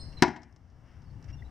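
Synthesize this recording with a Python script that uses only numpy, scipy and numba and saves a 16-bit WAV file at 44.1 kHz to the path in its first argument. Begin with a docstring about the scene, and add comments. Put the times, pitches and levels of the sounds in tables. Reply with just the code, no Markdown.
"""Outdoors, birds chirp far off over a breeze and a low rumble, and wood scrapes faintly on wood.
At 0.22 s a monkey drops the plank lid of a wooden box: the edge cracks, lid and box ring, and a
timber shelter echoes the bang. The recorder turns itself down while the lid bounces a few times.
As the volume creeps back, claws tick on the wood and the monkey lifts the lid again, with small
scrapes and, near the end, one squeak."""
import sys
import numpy as np
from scipy import signal
from scipy.fft import rfft, irfft
from scipy.io import wavfile
from scipy.ndimage import uniform_filter1d
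from numba import njit

SR = 44100
rng = np.random.default_rng(int(sys.argv[2]) if len(sys.argv) > 2 else 0)


def pcm_store(signal):
    """Save signal as 16-bit PCM."""
    levels = np.round(np.clip(np.atleast_2d(signal), -1, 1) * 32767)
    wavfile.write(sys.argv[1], SR, levels.astype(np.int16).T)


N = 66150  # 1.5 seconds

# A TONE table says how strong each pitch is next to the others. pan_db is left minus right.
BREEZE_TONE = [(100, -22), (200, 0), (270, -4.5), (400, -14), (520, -14), (790, -12.5), (1100, -17),
               (1750, -19.5), (2300, -24.5), (2850, -24.5), (3300, -32), (4200, -36), (5600, -28),
               (6500, -39), (9000, -44), (16000, -53.5)]  # hiss of open air: pitch_hz, level_db
BREEZE_PAN = [(200, 5.5), (500, 4.5), (1500, 4), (3000, 0.5), (6000, 0.5)]  # how far left the hiss sits: pitch_hz, pan_db
RUMBLE_TONE = [(20, -6.5), (45, -3), (70, 4), (100, 0.5), (150, -3.5), (200, -20.5), (280, -18.5),
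               (450, -33.5), (1000, -69.5)]  # low rumble: pitch_hz, level_db
RUMBLE_LEVELS = [(0, -42.5), (0.159, -42), (0.4, -50), (0.6, -47), (0.9, -47.5), (1.0, -43.5), (1.2, -39.5),
                 (1.5, -41.5)]  # its rise and fall: time_s, level_db
# bird notes: start_s, length_s, from_hz, to_hz, level_db, octave_db, echo_db
BIRD_NOTES = [(-0.03, 0.05, 4440, 4173, -48, -10.5, 2.5), (0.005, 0.029, 5010, 5206, -50.5, -31, 1.5),
              (0.122, 0.017, 2814, 2730, -64.5, -1.5, -6.5), (0.169, 0.019, 4177, 3850, -48, -30.5, -0.5),
              (1.04, 0.0093, 5200, 4950, -64.5, -49, 0), (1.055, .026, 4530, 4460, -69.5, -38, 4),
              (1.098, 0.018, 4390, 4400, -67, -30, -12), (1.326, 0.026, 2766, 2780, -56.5, 1, -7),
              (1.38, 0.033, 3610, 3430, -64, -42.5, -9.5), (1.447, 0.03, 3850, 3976, -65, -25.5, -10.5)]
SCRAPE_TIMES = [(0.121, 0.019, -64), (0.17, 0.061, -60.5), (0.835, .18, -63), (1.23, 0.038, -64),
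                (1.278, 0.042, -56.5)]  # wood sliding on wood: start_s, length_s, level_db
SCRAPE_TONE = [(200, 0.5), (800, -5.5), (1300, -6), (1950, 1.5), (3000, -3.5), (4000, -20.5), (5500, -3.5),
               (7000, -24), (12000, -39.5)]  # rubbing wood: pitch_hz, level_db
# claws and grit on wood: start_s, level_db, fade_s (time to die away by 60 dB), pan_db
CLAW_TICKS = [(0.419, -49, 0.037, 11), (0.4315, -43, 0.04, 6.5), (0.526, -54.5, 0.032, 4.5),
              (0.562, -47, 0.033, 5), (0.701, -59, 0.04, 2.5), (1.02, -59, 0.071, 5),
              (1.2263, -50.5, 0.021, -4.5), (1.2426, -50.5, 0.028, -11)]
TICK_TONE = [(400, 5), (2000, -3), (3800, -11.5), (5600, 3.5), (6800, -10), (8300, -21), (11000, -49),
             (16000, -48)]  # one tick: pitch_hz, level_db
SHELTER_ECHO = [(70.7, -13.5, 0.62), (167, 0.5, 0.67), (330, -2, 0.41), (495, -5, 0.56), (760, -3.5, .48),
                (1200, -1.5, 0.34), (2000, -1, 0.53), (3973, -6, .3), (5500, -1.5, 0.28), (8326, -9.5, .27),
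                (12000, -37.5, .15)]  # echo of the timber shelter: pitch_hz, level_db, fade_s
LID_HITS = [(0.2229, -27, -10.5, -15, .4), (0.2234, 0, 1, 4, 0.13), (0.2335, -32, -14, -13, .3),
            (0.279, -19.5, -35.5, -12, .2), (0.362, -38, -55, -17, 0.2)]  # lid hitting box: start_s, ring_db, crack_db, clatter_db, contact_ms
CRACK_TONE = [(60, -17), (250, 4), (470, -12.5), (900, -5.5), (2200, -8), (3200, -9), (4300, 4), (5700, 1),
              (7200, -11.5), (8500, -15), (10000, -24), (16000, -36)]  # crack where they meet: pitch_hz, level_db
PLANK_CLATTER = [(50, -28, .15), (136, -15, 0.17), (226, -5.5, 0.057), (378, -4.5, 0.12), (467, -20, 0.12),
                 (595, -16.5, 0.24), (850, -3, 0.29), (1190, -14, 0.095), (1980, -10, 0.1),
                 (2980, -15, 0.062), (4000, -16, .08), (5400, -14.5, 0.062), (7916, -25, 0.057),
                 (11000, -58.5, .04)]  # many short plank notes blurred together: pitch_hz, level_db, fade_s
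LID_NOTES = [(698.5, -19, 0.039), (765, -18.5, 0.08), (825.6, -21.5, 0.1), (953.5, -19, 0.067),
             (986.5, -18.5, 0.16), (1132, -28, 0.034), (1416.7, -24.5, .09), (1508, -27.5, .1),
             (1660, -26.5, 0.12), (1760, -32, 0.12), (1822, -16, 0.025), (2105, -31, .11),
             (2166, -19.5, 0.039), (2568, -29, 0.11)]  # natural notes of the lid: pitch_hz, level_db, fade_s
BOX_NOTES = [(157.3, -20.5, .1), (246, -15, .07), (303.3, -20, .12), (358, -17, .18)]  # natural notes of the hollow box: pitch_hz, level_db, fade_s
BANG_PAN = [(100, 5), (300, 8), (1200, 7), (2000, 7), (2800, -1.5), (4300, -4), (5500, 7.5), (8000, 7)]  # the box sits mostly to the left: pitch_hz, pan_db

TIME_S = np.arange(N) / SR


def undb(db):
    """Turn decibels into a number to multiply by."""
    return 10 ** (np.asarray(db) / 20)


def unit(x):
    """Scale a signal to an average strength (rms) of 1."""
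    return x / np.sqrt(np.mean(x ** 2))


def look_up(table, hz, column=1):
    """Read a table at any pitch, sliding between its rows."""
    table = np.array(table, float)
    return np.interp(np.log(np.maximum(hz, 1)), np.log(table[:, 0]), table[:, column])


def colour(x, gain):
    """Turn each pitch up or down by gain(hz)."""
    hz = np.arange(N + 1) * SR / (2 * N)
    return irfft(rfft(x, 2 * N) * gain(hz))[..., :N]


def noise(tone):
    """Steady noise shaped by a tone table."""
    return unit(colour(rng.standard_normal(N), lambda hz: undb(look_up(tone, hz))))


def bands(x):
    """Split a sound into half-octave bands: pairs of middle pitch and signal."""
    spectrum = rfft(x)
    octave = np.log2(np.maximum(np.arange(len(spectrum)) * SR / N, 1))
    centres = 32 * 2 ** (np.arange(19) / 2)
    return [(hz, irfft(spectrum * np.maximum(1 - 2 * abs(octave - np.log2(hz)), 0), N))
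            for hz in centres]


def fade(fade_s):
    """A level that falls by 60 dB every fade_s seconds."""
    return np.exp(-np.log(1000) * TIME_S / fade_s)


def dying_noise(table):
    """Noise that dies away at its own pace in each band."""
    return sum(band * fade(look_up(table, hz, column=2)) for hz, band in bands(noise(table)))


def ring(notes):
    """Struck wood rings: one fading sine wave for each natural note."""
    return [undb(db) * np.sin(2 * np.pi * hz * TIME_S) * fade(fade_s) for hz, db, fade_s in notes]


def at(x, start_s):
    """Delay a sound to its start time."""
    return np.pad(x, (max(int(start_s * SR), 0), 0))[:N]


def through(x, response):
    """Pass a sound through something, given how that thing answers a click."""
    return signal.fftconvolve(x, response)[:N]


def pan(x, db):
    """Place a sound to the left (plus) or right (minus)."""
    return x * undb(np.array([[db], [-db]]) / 2)


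def pan_by_pitch(x, table):
    """Give each pitch its own place between left and right."""
    return colour(x, lambda hz: undb(np.outer([1, -1], look_up(table, hz)) / 2))


def wobble(rate_hz):
    """A smooth random wiggle, about 1 in size."""
    hold = int(SR / rate_hz)
    steps = np.repeat(rng.standard_normal(N // hold + 2), hold)
    return unit(uniform_filter1d(uniform_filter1d(steps, hold), hold)[:N])


def swell(start_s, length_s):
    """Progress from 0 to 1 through a short sound, and its rounded rise and fall."""
    progress = np.clip((TIME_S - start_s) / length_s, 0, 1)
    return progress, np.sqrt(4 * progress * (1 - progress))


def breeze(level_db=-57, flicker_db=1.35, width=.4):
    """Open air hisses, each band flickering softly on its own."""
    middle = sum(band * undb(flicker_db * wobble(8.3)) for hz, band in bands(noise(BREEZE_TONE)))
    sides = width * noise(BREEZE_TONE) * np.array([[1], [-1]])
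    return pan_by_pitch(undb(level_db) * (middle + sides), BREEZE_PAN)


def rumble():
    """A low rumble comes and goes on the left."""
    level_db = np.interp(TIME_S, *np.array(RUMBLE_LEVELS).T)
    return pan(noise(RUMBLE_TONE) * undb(level_db), db=8)


def birds(arch=.015, warble=.006, blur=.016):
    """Birds whistle short arched notes plus the octave above; trees smear them in time and pitch."""
    direct, to_trees = 0, 0
    for start_s, length_s, from_hz, to_hz, db, octave_db, echo_db in BIRD_NOTES:
        progress, shape = swell(start_s, length_s)
        slide_hz = from_hz + (to_hz - from_hz) * progress
        hz = slide_hz * (1 + arch * (shape ** 2 - .5) + warble * wobble(400))
        blurred_hz = hz * (1 + blur * wobble(700))
        phase = 2 * np.pi * np.cumsum([hz, blurred_hz], axis=1) / SR
        clean, blurred = undb(db) * shape * (np.sin(phase) + undb(octave_db) * np.sin(2 * phase))
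        direct += clean
        to_trees += undb(echo_db) * blurred
    trees = rng.standard_normal((2, N)) * fade(fade_s=.52)
    echo = np.array([through(to_trees, side / np.linalg.norm(side)) for side in trees])
    return pan(direct + echo, db=-1)


def sliding_lid(grain_db=1, squeak_hz=1970, squeak_db=-46.5):
    """Wood rubs on wood as the lid moves: grainy scrapes and one tiny squeak."""
    rub = unit(noise(SCRAPE_TONE) * undb(grain_db * wobble(300)))
    scrapes = rub * sum(undb(db) * swell(start_s, length_s)[1] for start_s, length_s, db in SCRAPE_TIMES)
    _, shape = swell(start_s=1.422, length_s=.0071)
    squeak = undb(squeak_db) * shape * np.sin(2 * np.pi * squeak_hz * TIME_S)
    return pan(scrapes + squeak, db=5.5)


def claws():
    """Claws and grit tap the wood, each tap a quick burst of noise."""
    return sum(pan(at(undb(db) * noise(TICK_TONE) * fade(fade_s), start_s), pan_db)
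               for start_s, db, fade_s, pan_db in CLAW_TICKS)


def shelter_echo(sound, level_db=-18.5, build_s=.025):
    """The timber shelter throws sound back; the echo builds quickly, then dies away."""
    echo = dying_noise(SHELTER_ECHO) * (1 - np.exp(-TIME_S / build_s))
    return undb(level_db) * through(sound, echo / np.linalg.norm(echo))


def air_thump(level_db=-10.5):
    """Air squeezed from under the falling lid makes one short pulse."""
    progress, _ = swell(start_s=.2222, length_s=.003)
    return -undb(level_db) * np.sin(np.pi * progress)


def falling_lid(all_clatter_db=-18, all_cracks_db=-11.5, box_lag_s=.0011, hollow_hz=470):
    """Each hit cracks at the edge, sets the planks clattering and makes lid and box ring."""
    # neighbouring notes of the lid swing opposite ways, and the box answers just after
    planks = sum((-1) ** k * note for k, note in enumerate(ring(LID_NOTES)))
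    wood = planks + at(sum(ring(BOX_NOTES)), box_lag_s)
    clatter = dying_noise(PLANK_CLATTER)
    bang = air_thump()
    for start_s, ring_db, crack_db, clatter_db, contact_ms in LID_HITS:
        push = np.exp(-np.pi * TIME_S * 1000 / contact_ms)  # a longer push sounds duller
        body = undb(ring_db) * wood + undb(all_clatter_db + clatter_db) * clatter
        crack = undb(all_cracks_db + crack_db) * noise(CRACK_TONE) * fade(fade_s=.0099)
        bang += at(through(body, push / push.sum()) + crack, start_s)
    # the box has a quiet gap just above its own notes
    return signal.lfilter(*signal.iirnotch(hollow_hz, Q=8, fs=SR), bang)


def scene():
    """The bang and its echo, mixed with the smaller sounds and the background."""
    bang = falling_lid()
    box = pan_by_pitch(bang + shelter_echo(bang), BANG_PAN)
    return box + claws() + sliding_lid() + birds() + breeze() + rumble()


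@njit
def follow(x, rise_s, fall_s):
    """Trail behind a level, at one speed going up and another going down."""
    trail, level = np.empty(len(x)), 0.
    for i in range(len(x)):
        level += (x[i] - level) / (SR * (rise_s if x[i] > level else fall_s))
        trail[i] = level
    return trail


def record(dry, threshold_db=-32, ratio=5, lag_s=.11, notch_hz=2480, top_hz=16400):
    """The recorder turns down after the bang, rounds peaks, and cuts one thin band and the very top."""
    level = follow(abs(dry).max(axis=0), rise_s=.02, fall_s=.62)
    too_loud = np.log(np.maximum(level / undb(threshold_db), 1))
    turn_down = follow(too_loud * (1 - 1 / ratio), lag_s, lag_s)
    rounded = np.tanh(dry * np.exp(-turn_down))
    notched = signal.lfilter(*signal.iirnotch(notch_hz, Q=14, fs=SR), rounded)
    return signal.sosfilt(signal.ellip(8, .2, 70, top_hz, fs=SR, output="sos"), notched)


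dry = scene()
out = record(dry)
pcm_store(out)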